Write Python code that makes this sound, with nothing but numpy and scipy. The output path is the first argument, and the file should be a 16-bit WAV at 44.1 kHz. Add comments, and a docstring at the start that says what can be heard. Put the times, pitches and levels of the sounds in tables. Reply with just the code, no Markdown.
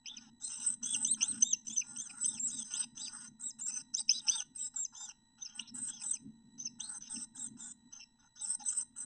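"""Two nestlings beg inside a wooden nest box, close to a small camera microphone.
From the start, air noise rumbles in the hollow of the box, over electronic hiss, whine and mains-rate buzz.
Almost at once breathy rasps begin, made of patchy noise and wandering, buzzing tones; they recur to the end.
Arched whistles and level notes then join them, each a gliding sine with its octave, torn by random sidebands.
The walls add a short decaying echo; fixed peaks of box and microphone colour voices and buzz."""
import sys
import numpy as np
from scipy import signal
from scipy.fft import rfft, irfft, next_fast_len
from scipy.io import wavfile
from scipy.ndimage import uniform_filter1d

SR = 44100
rng = np.random.default_rng(int(sys.argv[2]) if len(sys.argv) > 2 else 0)


def master(y):
    """Save y as 16-bit WAV."""
    cut = np.clip(np.atleast_2d(y).T, -1, 1)
    pcm = np.round(cut * 32767)  # scale
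    wavfile.write(sys.argv[1], SR, pcm.astype(np.int16))


N = 399093

# gain of the air noise in the hollow, joined by straight lines: time_s, gain_db
RUMBLE_GAINS = [(0.0, -67.5), (1.16, -54), (1.84, -65), (2.47, -54.5), (2.62, -62.5), (3.15, -58.5),
                (3.5, -65.5), (4.1, -65), (4.76, -71.5), (5.67, -63.5), (5.739, -52), (6.18, -63.5),
                (6.299, -56), (7.111, -62.5), (7.18, -49.5), (7.28, -64.5), (7.609, -53), (8.04, -74),
                (8.971, -68)]
HOLLOW_HZ, HOLLOW_WIDTH_HZ = 227.3, 57.2  # resonance of the hollow; width of each of its two passes

# thin lines of the electronics: pitch_hz, level_db (rms before the throb)
WHINE_LINES = [(925.9, -85.5), (1900, -87), (3957, -78.5), (7854, -79)]
# spectral shape of the amplifier hiss, before scaling to its level: frequency_hz, relative_gain_db
HISS_SHAPE = [(20, -5), (40, -15.5), (160, -15), (290, -24.5), (400, -36), (600, -37.5), (900, -25),
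              (1200, -43.5), (2300, -50.5), (9200, -56.5)]
HISS_DB = -75.5
MAINS_HZ = 59.94
BUZZ_DB, BUZZ_SHARPNESS = -73, 0.39  # level before the box colours it; how peaked each cycle is

# one row per rasp, levels as rms of full-band breath before box and echo:
# start_s, length_s, chest_db, throat_db, mouth_db, gape_db, beak_db
RASP_CALLS = [(0.041, 0.26, -42, -43.5, -49.5, -74, -69), (0.404, 0.1, -43, -52, -39.5, -20.5, -53),
              (0.49, 0.17, -37, -37.5, -36.5, -24, -30.5), (0.6, 0.15, -39.5, -40.5, -41, -24, -20.5),
              (0.816, 0.27, -34.5, -39, -39, -19, -18), (1.169, 0.23, -31, -37, -37.5, -34, -26.5),
              (1.398, 0.048, -39, -41, -34, -34, -24.5), (1.648, 0.17, -47.5, -46, -44.5, -29, -37),
              (1.811, 0.38, -37, -52, -45.5, -33, -32.5), (2.172, 0.23, -35.5, -53, -38, -35, -31.5),
              (2.463, 0.17, -37.5, -42, -35, -44, -23.5), (2.643, 0.083, -36.5, -42, -37, -33, -28.5),
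              (2.701, 0.15, -28, -28.5, -34, -51, -23.5), (2.948, 0.15, -38.5, -47, -36.5, -43, -35),
              (3.09, 0.2, -31.5, -46.5, -42, -37, -32), (3.392, 0.11, -41, -61, -54, -32.5, -24.5),
              (3.587, 0.03, -31.5, -40.5, -44, -27, -25.5), (3.662, 0.16, -36, -51, -32.5, -38.5, -28),
              (3.934, 0.026, -38.5, -38, -27.5, -39, -33), (3.981, 0.038, -39.5, -40, -30, -30, -17),
              (4.079, .122, -46.5, -38, -31.5, -45, -33.5), (4.213, 0.05, -42, -44.5, -55, -42.5, -33.5),
              (4.259, 0.17, -31, -33, -29.5, -52, -28.5), (4.544, 0.14, -44, -45.5, -45, -32.5, -26.5),
              (4.736, 0.08, -35.5, -49, -47, -66, -42), (4.923, 0.2, -36.5, -54.5, -39.5, -39.5, -45.5),
              (5.377, 0.17, -41.5, -46, -46, -74, -79), (5.548, 0.072, -30, -44, -43, -39, -29),
              (5.583, 0.12, -46, -39.5, -62.5, -72, -74), (5.739, 0.174, -37, -44, -44.5, -21, -20),
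              (5.881, 0.19, -43.5, -44.5, -38, -69, -63.5), (5.997, 0.17, -39.5, -49.5, -45, -26, -21.5),
              (6.578, 0.1, -45, -47, -38, -83, -89), (6.787, 0.2, -33.5, -48.5, -43, -41, -27),
              (7.007, 0.081, -44, -36.5, -34, -75, -70), (7.091, .16, -35, -44, -35, -25, -22.5),
              (7.347, 0.13, -38, -53.5, -46.5, -22, -23.5), (7.568, 0.16, -37.5, -52, -44, -28.5, -29),
              (7.913, 0.096, -39.5, -55, -42.5, -63, -63.5), (8.186, 0.096, -44, -58, -56.5, -73.5, -74.5),
              (8.355, 0.058, -40.5, -55, -34.5, -71, -77), (8.408, 0.15, -37, -46, -38.5, -24.5, -19),
              (8.592, 0.042, -36, -42, -34, -60, -52), (8.643, 0.19, -36.5, -41.5, -36, -18, -17.5),
              (8.954, 0.18, -38, -49.5, -49.5, -25, -20)]
# borders between those five parts of the spectrum: frequency_hz
PART_EDGES_HZ = [500, 2100, 4500, 6700, 7750, 9050]
# around these a wandering, buzzing tone runs through each rasp, one per part: pitch_hz
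STRAND_PITCHES_HZ = [1420, 2830, 5350, 7300, 8200]
FLAP_PER_S = 280  # mean rate at which the strands buzz

# one row per arched whistle, basic levels before the voice's own pitch effects, box and echo:
# start_s, rise_s, hold_s, fall_s, start_hz, top_hz, end_hz,
# fundamental_start_db, fundamental_top_db, octave_start_db, octave_top_db, octave_end_db
ARCHED_WHISTLES = [(0.059, 0.049, 0.035, 0.045, 2506, 3545, 2400, -39, -36.5, -33, -104, -33.5),
                   (0.401, 0.051, 0.021, 0.053, 3310, 4160, 4280, -55, -30.5, -51, -43, -49),
                   (0.829, 0.051, 0.062, 0.008, 2910, 3350, 3300, -49, -35, -43, -38, -44),
                   (0.935, 0.0029, 0.0031, 0.011, 3300, 3330, 2780, -22, -31, -44, -34, -37),
                   (1.048, 0.077, 0.011, 0.0081, 2890, 4233, 3170, -31.5, -23, -29.5, -22, -39.5),
                   (1.209, 0.065, 0.044, 0.0062, 2510, 4010, 3270, -30, -34.5, -31.5, -33, -35),
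                   (1.41, 0.05, 0.046, 0.039, 2590, 3705, 2625, -28.5, -30.5, -25, -32.5, -26.5),
                   (1.67, 0.075, 0.0062, 0.0056, 2970, 3580, 3185, -41, -39.5, -37.5, -35.5, -50),
                   (1.762, 0.012, 0.03, 0.018, 3210, 3028, 2420, -31.5, -53.5, -45, -36.5, -43.5),
                   (1.961, 0.064, 0.013, 0.068, 2814, 3530, 2350, -43, -42.5, -41.5, -34, -46.5),
                   (2.204, 0.063, 0.018, 0.026, 3880, 4175, 4050, -48, -64, -32, -26, -39.5),
                   (2.241, 0.037, 0.051, 0.055, 2870, 3640, 2464, -42, -42, -44, -49, -42),
                   (2.397, 0.065, 0.0038, 0.038, 3600, 3880, 3430, -70, -51, -29.5, -26, -31),
                   (2.503, 0.026, 0.023, 0.085, 3080, 3820, 3180, -39, -40, -33, -39, -45),
                   (2.72, 0.069, 0.02, 0.019, 2680, 4130, 3840, -35.5, -41, -41.5, -33, -53),
                   (2.971, 0.059, 0.022, 0.031, 2884, 4010, 2440, -42, -35, -44, -35.5, -64),
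                   (3.411, 0.025, 0.058, 0.016, 3486, 3810, 2550, -69, -47, -45, -32, -42),
                   (3.61, 0.029, 0.061, 0.004, 3700, 3810, 3700, -62, -55.5, -32, -28.5, -34),
                   (3.942, 0.051, 0.0026, 0.0012, 2690, 3930, 3800, -51, -24, -29, -40, -48),
                   (4.093, 0.062, 0.04, 0.008, 2476, 3966, 3630, -31, -26.5, -16, -84, -61),
                   (4.278, 0.053, 0.043, 0.034, 2520, 3617, 2780, -30.5, -28.5, -20.5, -67, -35),
                   (4.56, 0.061, 0.037, 0.023, 4064, 3883, 3800, -53.5, -44, -37, -30, -40),
                   (4.761, 0.028, 0.045, 0.024, 3605, 3706, 2520, -49.5, -51.5, -32, -27, -34),
                   (4.949, 0.036, 0.063, 0.065, 3310, 3570, 2640, -45.5, -43.5, -46, -41, -50),
                   (5.386, 0.036, 0.0071, 0.0064, 2840, 3660, 3900, -60, -39.5, -66.5, -90.5, -87),
                   (5.394, 0.02, 0.032, 0.028, 3266, 3023, 2430, -45, -59, -50, -49.5, -30.5),
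                   (5.594, 0.045, 0.032, 0.015, 2640, 4000, 4200, -30.5, -51, -38, -107, -76),
                   (5.87, 0.048, 0.038, 0.066, 2940, 3340, 2430, -45, -45, -45.5, -99, -43),
                   (6.033, 0.049, 0.016, 0.07, 3500, 3740, 2535, -49, -48.5, -50.5, -37, -49),
                   (6.592, 0.022, 0.0099, 0.0013, 2724, 3860, 3900, -58.5, -39, -39.5, -88, -80),
                   (6.597, 0.013, 0.04, 0.024, 3030, 3155, 2550, -45.5, -68, -41, -45.5, -35),
                   (6.8, 0.051, 0.045, 0.0025, 2840, 4325, 4400, -38.5, -21.5, -42, -73, -57),
                   (7.024, 0.062, 0.014, 0.068, 2770, 3830, 2630, -43.5, -54.5, -55, -80, -41),
                   (7.36, 0.036, 0.017, 0.067, 3500, 3830, 3370, -53, -43, -64, -33, -49),
                   (7.59, 0.017, 0.014, 0.1, 3400, 3760, 3480, -53, -48, -46, -36.5, -44.5),
                   (7.925, 0.021, 0.01, 0.031, 3000, 3230, 3070, -58.5, -53.5, -58.5, -59.5, -57.5),
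                   (8.37, 0.029, 0.022, 0.038, 3230, 3755, 2640, -58, -37, -70, -72, -47.5),
                   (8.611, 0.028, 0.022, 0.044, 2710, 3990, 2580, -44.5, -40, -43, -53.5, -45.5)]
# notes that wobble instead of arching, levels likewise:
# start_s, length_s, pitch_hz, fundamental_db, octave_db
WOBBLING_NOTES = [(0.504, .15, 2840, -48.5, -47), (.662, 0.025, 4098, -68, -27.5),
                  (2.545, .035, 2460, -79, -46), (2.765, 0.08, 2460, -78, -36.5),
                  (3.017, 0.074, 2432, -81, -29), (3.683, 0.13, 2650, -48.5, -56),
                  (3.976, .04, 2430, -64, -28.5), (4.13, 0.056, 2475, -73.5, -27.5),
                  (4.311, 0.041, 2377, -66.5, -21.5), (5.674, 0.026, 2750, -65.5, -44),
                  (7.993, 0.044, 2770, -47, -45.5)]
NOTE_EDGE_S = .006
EASE = 1.3  # power of time by which the pitch eases into and out of its top
CLIMB_PER_S = 0.3  # share by which the held pitch still climbs
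WOBBLE_PER_S, WOBBLE_DEPTH_HZ, WOBBLE_ABOVE_HZ = 19, 101.1, 3200  # calls that start and end above this wobble
SPENT_DB = -3.5  # the fundamental ends a little weaker than it starts
LOW_PITCH_HZ, LOW_PITCH_DB_PER_KHZ = 3016, 19  # below this pitch the fundamental gets louder as it sinks
OCTAVE_LIFT_HZ, OCTAVE_LIFT_WIDTH_HZ, OCTAVE_LIFT_DB = 7100, 372, 15  # octaves sound louder around this pitch
SLACK_HZ, TEAR_PER_KHZ, TEAR_ON_RISE = 3200, .5, .45  # slack, low or rising membranes tear
BREAK_DB = 17.5  # drop-out depth per unit of hoarseness and of the random break level

ECHO_DB, ECHO_T60_S = -19, 0.24
# colour of box and microphone together: frequency_hz, gain_db
BOX_COLOUR = [(600, -50.5), (830, -7), (1130, -23.5), (1460, -13.5), (2100, -31.5), (2800, -15.5),
              (3900, -13.5), (4500, -27.5), (5200, -6.5), (5700, -13), (6170, 3), (6750, -31.5), (8270, -5),
              (9100, -38.5)]
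# narrow peaks and a notch of the microphone: centre_hz, width_hz, gain_db
MICROPHONE_RINGS = [(8277, 190, 4.5), (6143, 91, 5.5), (4383, 200, -11.5)]
TOP_HZ = 9650  # upper limit of the recorder


def undb(db):
    """Logarithmic measure: decibels become an amplitude ratio."""
    return 10 ** (np.asarray(db) / 20)


def unit(x):
    """Normalisation by mean power: scale to rms 1."""
    return x / np.sqrt(np.mean(x ** 2))


def walk(rate):
    """Band-limited random modulation: levels held 1 / rate s, slewed twice, with rms 1."""
    k = int(SR / np.clip(rate, 1, 1200))
    held = np.repeat(rng.standard_normal(size=12000)[:N // k + 1], k)[:N]
    return unit(uniform_filter1d(uniform_filter1d(held, k), k))


def response(points, rings=(), size=2048):
    """Minimum phase: the folded cepstrum turns a gain curve with narrow peaks into a causal impulse response."""
    curve_hz, curve_db = np.transpose(points)
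    bins = np.fft.rfftfreq(size, 1 / SR)
    db = np.interp(np.log(bins + 1), np.log(curve_hz), curve_db)
    for centre_hz, width_hz, peak_db in rings:
        db += peak_db / (1 + ((bins - centre_hz) / width_hz) ** 2)
    cepstrum = irfft(db * np.log(10) / 20)
    cepstrum[1:size // 2] *= 2
    cepstrum[size // 2 + 1:] = 0
    return irfft(np.exp(rfft(cepstrum)))


def convolve(x, h):
    """Linear superposition: each sample of x launches the impulse response h."""
    return signal.fftconvolve(x, h)[:N]


def gate(length, rise_s, fall_s):
    """Gradual onset and release: a squared-sine envelope of this many samples."""
    s = np.arange(length) / SR
    nearest_edge = np.minimum(s / rise_s, s[::-1] / fall_s)
    return np.sin(np.pi / 2 * np.clip(nearest_edge, 0, 1)) ** 2


def rumble():
    """Cavity resonance: gusty air noise rings the hollow of the box, with a weaker skirt below it."""
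    s, db = np.transpose(RUMBLE_GAINS)
    air = rng.standard_normal(N) * undb(3.8 * walk(25))
    ring = signal.iirpeak(HOLLOW_HZ, HOLLOW_HZ / HOLLOW_WIDTH_HZ, fs=SR)
    ringing = signal.lfilter(*ring, signal.lfilter(*ring, air))
    skirt = signal.sosfilt(signal.butter(2, [125, 225], "bandpass", fs=SR, output="sos"), air)
    hollow = unit(ringing) + undb(-8) * unit(skirt)
    hollow = signal.sosfilt(signal.butter(3, 300, fs=SR, output="sos"), hollow)
    return hollow * undb(np.interp(np.arange(N) / SR, s, db))


def electronics():
    """Amplitude and phase modulation: thin lines throb at the mains rate and waver, over amplifier hiss."""
    t = np.arange(N) / SR
    throb = (1 + .4 * np.cos(2 * np.pi * MAINS_HZ * t)) * undb(2.2 * walk(40))
    lines = sum(undb(db) * np.sin(2 * np.pi * hz * t + 1.3 * walk(66)) for hz, db in WHINE_LINES)
    hiss = unit(convolve(rng.standard_normal(N), response(HISS_SHAPE, size=8192)))
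    return np.sqrt(2) * lines * throb + undb(HISS_DB) * hiss


def buzz():
    """Periodic amplitude modulation: dull noise pulses once a mains cycle."""
    cycle = np.cos(2 * np.pi * MAINS_HZ * np.arange(N) / SR)
    dull = signal.lfilter(*signal.butter(2, 3000, fs=SR), rng.standard_normal(N))
    return undb(BUZZ_DB + 2 * walk(9.5)) * unit(dull) * unit(np.exp(BUZZ_SHARPNESS * cycle))


def rasp_effort(part):
    """Superposed envelopes: the breath level of one spectral part through all the rasps."""
    effort = np.zeros(N)
    for start, length_s, *db in RASP_CALLS:
        a, b = int((start - .004) * SR), min(int((start + length_s + 0.0024) * SR), N)
        # in long rasps the gape opens slowly, so the upper parts swell late
        opening_s = 0.011 + part * 0.18 * length_s ** 2
        effort[a:b] += undb(db[part]) * gate(b - a, opening_s, 0.011)
    return effort


def buzzing_strand(pitch_hz):
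    """Frequency and amplitude modulation: a tone of wandering pitch buzzes with an irregular beat."""
    phase = 2 * np.pi * np.cumsum(pitch_hz * (1 + .025 * walk(30) + .012 * walk(250))) / SR
    beat = np.cos(2 * np.pi * np.cumsum(FLAP_PER_S * (1 + .25 * walk(40))) / SR)
    return np.sin(phase) * unit(undb(4 * walk(60)) * (.6 + beat))


def rasps(puff_db=2.5, patchy_db=6.5, count=8, voiced=.6):
    """Turbulence and irregular vibration: breath past flapping membranes gives puffed, patchy noise and tones."""
    size = next_fast_len(N)
    hz, out = np.fft.rfftfreq(size, 1 / SR), np.zeros(N)
    breath = rfft(rng.standard_normal(N), size)
    for part, (lo, hi) in enumerate(zip(PART_EDGES_HZ, PART_EDGES_HZ[1:])):
        effort = rasp_effort(part)
        strand = buzzing_strand(STRAND_PITCHES_HZ[part])
        out += voiced * strand * effort * np.sqrt(4 * (hi - lo) / SR)  # scaled with the noise band's width
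        edges = np.linspace(lo, hi, count + 1)
        for below, above in zip(edges, edges[1:]):
            patch = irfft(breath * ((hz >= below) & (hz < above)), size)[:N]
            out += np.sqrt(1 - voiced ** 2) * patch * effort * unit(undb(patchy_db * walk(30)))
    return out * unit(undb(puff_db * walk(200)))


def arch(t, rise_s, hold_s, fall_s):
    """Glide geometry: distance down the flank, 0 on top to 1 at either end, and whether the fall is to come."""
    before_fall = t < rise_s + hold_s
    away = np.where(before_fall, 1 - t / rise_s, (t - rise_s - hold_s) / fall_s)
    return np.clip(away, 0, 1), before_fall


def whistles(waver=.022, clear_db=-24, hoarse_per_db=.016):
    """Harmonic oscillation: a sine and its octave tear into sidebands when weak, low or on the rise."""
    out, bend = np.zeros(N), waver * walk(260)
    tear = walk(1000) + 1j * walk(1000)
    quiver = .013 * walk(110)  # relative pitch deviation
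    breaks = np.clip(walk(110), -.3, None)  # the tone keeps breaking
    notes = [(s, NOTE_EDGE_S, length_s - 2 * NOTE_EDGE_S, NOTE_EDGE_S, hz, hz, hz, db, db, db2, db2, db2)
             for s, length_s, hz, db, db2 in WOBBLING_NOTES]
    for (start, rise_s, hold_s, fall_s, start_hz, top_hz, end_hz,
         onset_db, full_db, start_db, top_db, end_db) in list(ARCHED_WHISTLES) + notes:
        a = max(int((start - .003) * SR), 0)
        b = min(int((start + rise_s + hold_s + fall_s + 0.007) * SR), N)
        t = np.arange(a, b) / SR - start
        away, before_fall = arch(t, rise_s, hold_s, fall_s)

        # pitch: arch, slow climb and wobble
        held_hz = top_hz * (1 + CLIMB_PER_S * np.clip(t - rise_s, 0, hold_s))
        hz = held_hz - (top_hz - np.where(before_fall, start_hz, end_hz)) * away ** EASE
        level = start_hz == top_hz == end_hz
        steady = max(.5 * level, np.clip((min(start_hz, end_hz) - WOBBLE_ABOVE_HZ) / 300, 0, 1))
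        hz += steady * WOBBLE_DEPTH_HZ * (np.cos(2 * np.pi * WOBBLE_PER_S * (t - rise_s)) - 1)

        flank = 1 - (1 - away) ** 1.6  # levels change fastest around the top
        first_db = full_db + flank * (onset_db + np.where(before_fall, 0, SPENT_DB) - full_db)
        first_db += LOW_PITCH_DB_PER_KHZ * np.clip(LOW_PITCH_HZ - hz, 0, None) / 1000
        octave_db = top_db + flank * (np.where(before_fall, start_db, end_db) - top_db)
        octave_db += OCTAVE_LIFT_DB / (1 + ((2 * hz - OCTAVE_LIFT_HZ) / OCTAVE_LIFT_WIDTH_HZ) ** 2)

        slack = TEAR_PER_KHZ * np.clip(SLACK_HZ - hz, 0, None) / 1000
        slack *= np.where(before_fall, 1, .3) * (1 - .4 * level)
        slack += TEAR_ON_RISE * before_fall * away * (1 - steady)
        weakness = hoarse_per_db * (clear_db - np.maximum(first_db, octave_db))
        hoarse = np.clip(.25 - .1 * level + slack + weakness, .15, .85)

        swing = np.exp(2j * np.pi * np.cumsum(hz * (1 + hoarse * bend[a:b] + quiver[a:b])) / SR)
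        fray = np.sqrt(1 - hoarse ** 2) + hoarse * tear[a:b] / np.sqrt(2)
        tone = np.imag((undb(first_db) * swing + undb(octave_db) * swing ** 2) * fray)
        broken = undb(-BREAK_DB * hoarse * (1 - .5 * level) * breaks[a:b])
        out[a:b] += np.sqrt(2) * tone * broken * gate(b - a, .006, .003)
    return out


def scene():
    """Reverberation and superposition: voices and their wall echo are coloured with the buzz, then backed."""
    voices = rasps() + whistles()
    t = np.arange(SR // 2) / SR
    walls = rng.standard_normal(len(t)) * np.exp(-np.log(1000) * t / ECHO_T60_S)
    voices = voices + undb(ECHO_DB) * convolve(voices, walls / np.sqrt(np.sum(walls ** 2)))
    coloured = convolve(voices + buzz(), response(BOX_COLOUR, MICROPHONE_RINGS))
    return (coloured + rumble() + electronics())[None]


def record(dry):
    """Band limitation: the recorder cuts the top steeply with an elliptic low-pass."""
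    return signal.sosfilt(signal.ellip(10, .2, 70, TOP_HZ, fs=SR, output="sos"), dry)


dry = scene()
out = record(dry)
master(out)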